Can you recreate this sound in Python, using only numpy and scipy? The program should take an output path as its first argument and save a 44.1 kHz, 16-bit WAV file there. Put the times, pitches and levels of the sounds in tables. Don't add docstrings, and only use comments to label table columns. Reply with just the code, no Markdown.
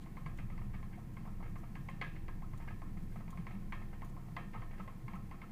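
import sys
import numpy as np
from scipy import signal
from scipy.fft import rfft, irfft
from scipy.io import wavfile
from scipy.ndimage import uniform_filter1d

SR = 44100
rng = np.random.default_rng(int(sys.argv[2]) if len(sys.argv) > 2 else 0)


def unload_audio(sound):
    columns = np.transpose(np.atleast_2d(sound))
    steps = np.round(np.clip(columns, -1, 1) * 32767)
    wavfile.write(sys.argv[1], SR, steps.astype(np.int16))


N = 242991
TIME = np.arange(N) / SR

# start_s, strength_db, hardness_db, hollow_tone_db, settle_s
KNOCKS = [(0.0588, -53.5, -7, -54.5, 0.0075), (0.1676, -44.5, -11, -50, 0.0083),
          (0.2612, -48, -3.5, -42.5, 0.0027), (0.5781, -49, -9.5, -55.5, 0.0073),
          (0.8276, -53.5, -3, -54, 0.0025), (1.1672, -58, 1.5, -52, 0.0045),
          (1.2514, -56.5, -7, -53, 0.008), (1.4018, -43.5, -25, -58, 0.0062),
          (1.557, -45.5, -11, -50.5, 0.0053), (1.7533, -46.5, -3.5, -52, 0.0087),
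          (1.8853, -46.5, -1.5, -44.5, 0.0029), (2.0128, -42, 0, -43.5, 0.0083),
          (2.282, -41, -12.5, -49, 0.0041), (2.4205, -49.5, -12.5, -52.5, 0.008),
          (2.532, -53.5, -5.5, -51, 0.0046), (2.818, -42.5, -15, -51.5, 0.0076),
          (3.278, -47.5, -12, -60.5, .012), (3.325, -62, -7, -50, 0.0046), (3.374, -49, -5.5, -52, 0.0032),
          (3.4668, -47.5, -0.5, -42.5, 0.0024), (3.723, -43, 0.5, -43.5, 0.0065),
          (4.0191, -48.5, -7, -46.5, 0.0074), (4.1634, -53, -15, -48.5, 0.0058),
          (4.365, -46, 4.5, -40, 0.0049), (4.539, -54, -4, -50.5, 0.0046), (4.617, -45, -8, -53.5, 0.0109),
          (4.8765, -43.5, -12.5, -46.5, 0.0054), (5.0802, -48.5, -3.5, -45, 0.0031),
          (5.133, -46, -10.5, -50.5, 0.0084), (5.311, -48.5, -5.5, -47.5, 0.0062),
          (5.4168, -53, 1.5, -55.5, 0.0068)]
# start_s, strength_db, hardness_db
TAPS = [(0.383, -62.5, 9.5), (.396, -51.5, -11), (0.499, -48.5, -11.5), (0.613, -50, -15.5),
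        (0.739, -48, -10), (0.928, -63, 5.5), (1.275, -46, -18), (1.426, -50.5, -5), (1.458, -51, -12),
        (1.634, -49, -13.5), (2.0169, -41, -3), (2.6, -52.5, -6), (2.676, -47.5, -4.5), (2.706, -47.5, -13),
        (2.968, -53, -7.5), (3.116, -61.5, -2.5), (3.158, -45, -15), (3.205, -50, -15), (3.505, -47.5, -11),
        (3.547, -53, -10), (3.815, -52, -8), (3.928, -51, -8), (4.009, -60, -4), (4.282, -55, -11.5),
        (4.532, -62.5, 6.5), (4.548, -49, -19), (4.707, -59, 2), (4.731, -53, -9), (4.797, -44.5, -14.5)]


def from_db(db):
    return 10 ** (np.asarray(db) / 20)


def in_time(rows):
    times, *columns = np.transpose(rows)
    return [np.interp(TIME, times, column) for column in columns]


def noise(colour):
    hz, db = np.transpose(colour)
    bins_hz = np.maximum(np.fft.rfftfreq(N, 1 / SR), 1)
    gain = from_db(np.interp(np.log(bins_hz), np.log(hz), db))
    shaped = irfft(rfft(rng.standard_normal(N)) * gain, N)
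    return shaped / np.sqrt(np.mean(shaped ** 2) + 1e-20)


def evened(x, span_s):
    return x / np.sqrt(uniform_filter1d(x ** 2, max(int(span_s * SR), 1)) + 1e-9)


def fade(t, ring_s):
    return np.exp(-np.log(1000) * t / ring_s)


def add(track, start_s, sound):
    start = max(int(start_s * SR), 0)
    track[start:start + len(sound)] += sound[:N - start]


def ring(tones, hits, scatter_db, spread_s):
    out = np.zeros(N)
    start_s, db = np.transpose(hits)
    chance = rng.standard_normal((len(start_s), len(tones), 2))
    for k, (hz, tone_db, ring_s) in enumerate(tones):
        hit_s = start_s + spread_s * np.abs(chance[:, k, 0])
        hit_samples = np.clip((hit_s * SR).astype(int), 0, N - 1)
        strength = from_db(db + tone_db + scatter_db * chance[:, k, 1])
        force = np.bincount(hit_samples, strength, N) * (-1) ** k
        decay, step = fade(1 / SR, ring_s), 2 * np.pi * hz / SR
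        out += signal.lfilter([0, np.sin(step)], [1, -2 * decay * np.cos(step), decay ** 2], force + 1e-18)
    return out


def magnets(waver_db, fade_db_per_s):
    # time_s, magnets_per_s
    wheel_speed = [(0, 21.56), (2.75, 20.58), (5.51, 19.5)]
    # multiple_of_passing_rate, level_db
    tug_tones = [(1, -45), (2, -58.5), (3, -56.5), (4, -62), (5, -54.5)]
    magnets_per_s, = in_time(wheel_speed)
    phase = 2 * np.pi * np.cumsum(magnets_per_s) / SR
    waver = from_db(waver_db * noise([(1, 25), (4, -4), (12, -27), (60, -100)]))
    tug = np.zeros(N)
    for multiple, db in tug_tones:
        level = from_db(db - multiple * fade_db_per_s * TIME)
        tug += level * np.sin(multiple * phase + 2 * np.pi * rng.random())
    return np.sqrt(2) * waver * tug


def bearing(swell_db):
    # time_s, low_db, high_db
    rumble_levels = [(0.0, -59, -58), (0.12, -52, -53), (1.99, -53, -50.5), (2.27, -54, -57),
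                     (2.38, -52, -52.5), (5.19, -52.5, -55), (5.48, -64.5, -57), (5.51, -62, -49)]
    # pitch_hz, level_db
    board_low = [(60, -20), (88, -17.5), (102, -4), (112, -6), (122, -1.5), (136, -4), (150, -14),
                 (175, -20.5), (300, -58.5)]
    board_high = [(110, -53), (145, -5.5), (158, 0.5), (175, 3), (185, -3), (196, 3), (216, 0), (235, -15),
                  (300, -57.5), (600, -100)]
    drone = [(8, -2.5), (30, 0), (42, 0.5), (52, -1), (62, 4.5), (80, -4), (140, 1), (245, -4.5), (285, -6),
             (325, -3), (370, -10), (410, -26), (600, -26), (1500, -80)]
    whirr = [(240, -45), (400, 3), (450, 2.5), (481, 4.5), (510, -3.5), (562, -0.5), (610, -9), (690, 0.5),
             (722, 2), (760, -6.5), (801, 6.5), (825, -9), (895, -2.5), (935, 0), (990, -4.5), (1065, 5.5),
             (1130, -12.5), (1174, -12), (1215, -12), (1280, -4.5), (1450, -8.5), (1800, -8.5), (2160, -7),
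             (2520, -13), (3500, -22.5), (4550, -63), (7700, -110)]
    swells = [(1, 5), (5, 1), (10, -5), (30, -47), (100, -100)]
    low_db, high_db = [db + swell_db * noise(swells) for db in in_time(rumble_levels)]
    low = from_db(low_db - 1) * evened(noise(board_low), span_s=0.061)
    high = from_db(high_db) * evened(noise(board_high), span_s=0.11)
    return low + high + from_db(-54.5) * noise(drone) + from_db(-66) * noise(whirr)


def hiss():
    # pitch_hz, level_db
    colour = [(300, -1.7), (3000, -0.09), (4300, 2), (5500, 0.11), (9000, -0.31), (11500, -1.1),
              (14000, 0.22), (16000, 0.16)]
    return from_db(-73) * noise(colour)


def wire_rubs():
    # start_s, length_s, level_db
    rubs = [(0.0, 0.053, -67), (0.17, .025, -78), (0.258, 0.031, -68)]
    # pitch_hz, level_db
    colour = [(2000, -5), (3500, -7), (4400, -6), (5200, -17), (9000, -14), (15000, -38)]
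    level = sum(from_db(db) * np.sin(np.pi * np.clip((TIME - start_s) / length_s, 0, 1))
                for start_s, length_s, db in rubs)
    return level * noise(colour)


def thuds(slips):
    # pitch_hz, level_db, ring_s
    wood_tones = [(482, -13, .06), (650, -5, .02), (722, -3, .04), (802, -7, .04), (895, -8, .045),
                  (935, -6, .045), (1174, -9, .05), (1280, -6, .06)]
    knocks = [(start_s, db - 0.5) for start_s, db, *_ in KNOCKS]
    taps = [(start_s, db + 7) for start_s, db, _ in TAPS]
    return from_db(-9) * ring(wood_tones, knocks + taps + slips, scatter_db=2.5, spread_s=0.0018)


def hollow_tones(start_hz, top_hz, attack_s):
    hollow_hz, width_hz, wall_delay_s = 1059, 45, 0.0094
    slides, t = np.zeros(N), TIME[:SR // 12]
    for start_s, _, _, db, settle_s in KNOCKS:
        tuning = 1 + 0.03 * rng.standard_normal()
        hz = (top_hz + (start_hz - top_hz) * np.exp(-t / settle_s)) * tuning
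        length_s = 0.0031 + 1.05 * settle_s
        swell = (1 - np.exp(-t / attack_s)) * np.exp(-(t / length_s) ** 2)
        add(slides, start_s, from_db(db - 0.5) * swell * np.sin(2 * np.pi * np.cumsum(hz) / SR))
    hollow = signal.iirpeak(hollow_hz, hollow_hz / width_hz, fs=SR)
    tone = slides + from_db(10.5) * signal.lfilter(*hollow, slides + 1e-18)
    wall_echo = from_db(-15) * np.interp(TIME - wall_delay_s, TIME, tone)
    return tone + wall_echo


def clacks(slips):
    # pitch_hz, level_db, ring_s
    part_tones = [(580, -4.5, 0.01), (1570, -0.5, 0.018), (2037, 0.5, 0.021), (2119, -6.5, 0.04),
                  (2233, -2, 0.023), (2460, -13, 0.023), (2820, -12, 0.028), (3050, -34, 0.036),
                  (3220, -20, 0.032), (3620, -27, 0.018), (4360, -23, 0.026), (4720, -21, 0.015),
                  (6050, -32, 0.0071)]
    rim_tones = [(560, -29, .6), (803, -26, .7), (846, -28, .6), (1174, -19, .22), (1260, -21, .3),
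                 (1632, -20, .35), (1688, -21, .35), (1782, -23, .7), (1805, -25, .7), (1823, -22.5, .75),
                 (1856, -23, .55), (2125, -17, .2), (2252, -18, .2), (2455, -24, .25), (2686, -29, .3),
                 (3090, -31, .3), (3250, -33, .3)]
    knocks = [(start_s, db + hardness_db - 0.2) for start_s, db, hardness_db, *_ in KNOCKS]
    hits = knocks + scrapes(count=4, drag_s=0.009) + slips
    clack = ring(part_tones, hits, scatter_db=2.8, spread_s=0.0018)
    rim = ring(rim_tones, hits, scatter_db=1.5, spread_s=0.003)
    return from_db(2.5) * clack, from_db(3.5) * rim


def mount_gaps(sound):
    for hz, width_hz in [(1460, 120), (998, 30), (2370, 40)]:
        sound = signal.lfilter(*signal.iirnotch(hz, hz / width_hz, fs=SR), sound)
    return sound


def workshop(sound, colour, build_s, ring_s=0.39):
    keep, build = fade(1 / SR, ring_s) ** 2, np.exp(-1 / (build_s * SR))
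    stored = signal.lfilter([1 - keep], [1, -keep], sound ** 2 + 1e-18)
    smoothed = signal.lfilter([1 - build], [1, -build], stored)
    return np.sqrt(smoothed) * noise(colour)


def clinks():
    # start_s, level_db, brightness_db_per_octave
    moments = [(0.258, -55, -20), (1.757, -56, -21), (2.015, -49.5, 10), (2.044, -46, -22),
               (2.061, -48.5, -22), (2.284, -58, -17), (2.676, -50.5, -23), (4.367, -58, 8)]
    # pitch_hz, level_db, ring_s
    core_tones = [(1633, -4, .22), (1685, -5, .2), (2037, 0, .14), (2255, -3, .11), (2525, -7, .07),
                  (3130, -24, .25), (3330, -16, .06), (4230, -16, .04)]
    out, lowest_hz = np.zeros(N), core_tones[0][0]
    for start_s, db, brightness in moments:
        tones = [(hz, tone_db + brightness * np.log2(hz / lowest_hz), ring_s)
                 for hz, tone_db, ring_s in core_tones]
        out += ring(tones, [(start_s, db)], scatter_db=0.8, spread_s=0.002)
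    return out


def booms(boost_db, half_length_s):
    # middle_s, pitch_hz, level_db
    board_booms = [(.274, 155.2, -43), (.439, 200, -51), (.449, 115, -46), (0.697, 114.3, -43.5),
                   (2.015, 128.7, -48.5), (2.544, 108, -45), (2.733, 111, -43.5), (3.402, 169.3, -41),
                   (3.567, 191, -41), (3.791, 105.9, -48), (4.606, 115.9, -42.5), (4.809, 186, -45),
                   (5.048, 131, -42.5), (5.149, 183.7, -45.5)]
    out = np.zeros(N)
    for middle_s, hz, db in board_booms:
        swell = np.exp(-((TIME - middle_s) / half_length_s) ** 2)
        out += from_db(db + boost_db) * swell * np.sin(2 * np.pi * (hz * TIME + rng.random()))
    return out


def wire_clicks(ring_s):
    # start_s, level_db, brightness_db_per_octave
    clicks = [(0.374, -62, -4), (1.1354, -69, 0), (1.854, -70, -2), (1.8966, -63, 5), (2.576, -61, -1),
              (3.305, -59, -1), (4.047, -61.5, 1), (4.095, -67, 0), (5.1547, -66, 2)]
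    # pitch_hz, level_db
    colour = [(1500, -3), (4000, 0), (5200, -10), (6800, 6.5), (7900, -3.5), (9500, 3.5), (11500, -12),
              (15000, 1)]
    out, t = np.zeros(N), TIME[:SR // 10]
    for start_s, db, brightness in clicks:
        tilted = [(hz, level_db + brightness * np.log2(hz)) for hz, level_db in colour]
        add(out, start_s, from_db(db) * fade(t, ring_s) * noise(tilted)[:len(t)])
    return out


def scrapes(count, drag_s):
    share_db = 0.7 - 10 * np.log10(count)
    return [(start_s + drag_s * (k + jitter) / count, db + hardness_db + share_db)
            for start_s, db, hardness_db in TAPS for k, jitter in enumerate(rng.random(count))]


def squeaks(octave_db, roughness):
    # start_s, pitch_hz, length_s, level_db
    mount_squeaks = [(0.515, 1277, 0.035, -57.5), (.748, 1260, 0.067, -63), (0.972, 715, 0.023, -52.5),
                     (1.262, 720, 0.021, -57), (1.459, 1300, 0.015, -54.5), (2.434, 1275, 0.022, -60),
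                     (2.604, 920, 0.048, -57.5), (4.546, 1272, 0.032, -49.5), (4.552, 880, 0.023, -49.5),
                     (4.797, 1310, 0.018, -50), (5.155, 1295, 0.019, -49.5), (5.333, 1200, .02, -58),
                     (5.434, 1314, 0.015, -52.5)]
    out, t = np.zeros(N), TIME[:SR // 10]
    unevenness = noise([(30, -2), (200, 5), (600, -36), (3000, -90)])
    for start_s, hz, length_s, db in mount_squeaks:
        swell = np.sin(np.pi * np.minimum(t / length_s, 1))
        phase = 2 * np.pi * hz * t + roughness * np.interp(start_s + t, TIME, unevenness)
        tone = np.sin(phase) + from_db(octave_db) * np.sin(2 * phase)
        add(out, start_s, from_db(db) * swell * tone)
    return out


def scuff_slips(count):
    # start_s, length_s, slip_db
    scuffs = [(0.724, 0.033, -64), (.965, 0.051, -82), (1.416, 0.05, -78), (2.149, 0.028, -64.5),
              (2.584, 0.051, -65.5), (3.154, 0.076, -72), (3.374, 0.056, -77), (4.533, 0.04, -63),
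              (4.763, 0.055, -65), (5.133, 0.031, -69)]
    return [(start_s + length_s * progress, db + 20 * np.log10(np.sin(np.pi * progress) + 1e-3))
            for start_s, length_s, db in scuffs for progress in rng.random(count)]


def scene():
    # pitch_hz, level_db
    dull_echo = [(250, -36), (480, -1), (600, -9), (715, 4.5), (760, -17), (802, -7), (865, -34),
                 (930, 2.5), (1000, -11.5), (1062, 8.5), (1120, -1.5), (1174, 0), (1215, -2.5), (1280, 3.5),
                 (1450, -15), (3000, -51)]
    clack_echo = [(300, -34), (500, -10.5), (1000, -40), (1450, -14), (1660, -4), (1820, -2.5), (1950, 1),
                  (2100, -2.5), (2350, 0.5), (2500, 3), (2740, 0), (2890, -14), (3130, -2), (3480, -11),
                  (3800, -11.5), (4300, -16), (5500, -23.5), (12000, -36)]
    slips = scuff_slips(count=20)
    dull = thuds(slips) + hollow_tones(start_hz=475, top_hz=1338, attack_s=0.0017)
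    dull += squeaks(octave_db=-22, roughness=0.22)
    clack, rim = clacks(slips)
    direct = mount_gaps(dull + clack + rim + clinks())
    room = from_db(-5) * workshop(dull, dull_echo, build_s=0.0006)
    room += from_db(-8.5) * workshop(clack, clack_echo, build_s=0.003)
    wheel = magnets(waver_db=2.57, fade_db_per_s=0.36) + bearing(swell_db=2)
    wheel += booms(boost_db=3, half_length_s=0.019)
    wires = wire_clicks(ring_s=0.064) + wire_rubs()
    return (direct + room + wheel + wires + hiss())[None]


def record(dry):
    cutoff_hz = 15400
    return signal.sosfilt(signal.ellip(10, 0.1, 70, cutoff_hz, fs=SR, output="sos"), dry)


dry = scene()
out = record(dry)
unload_audio(out)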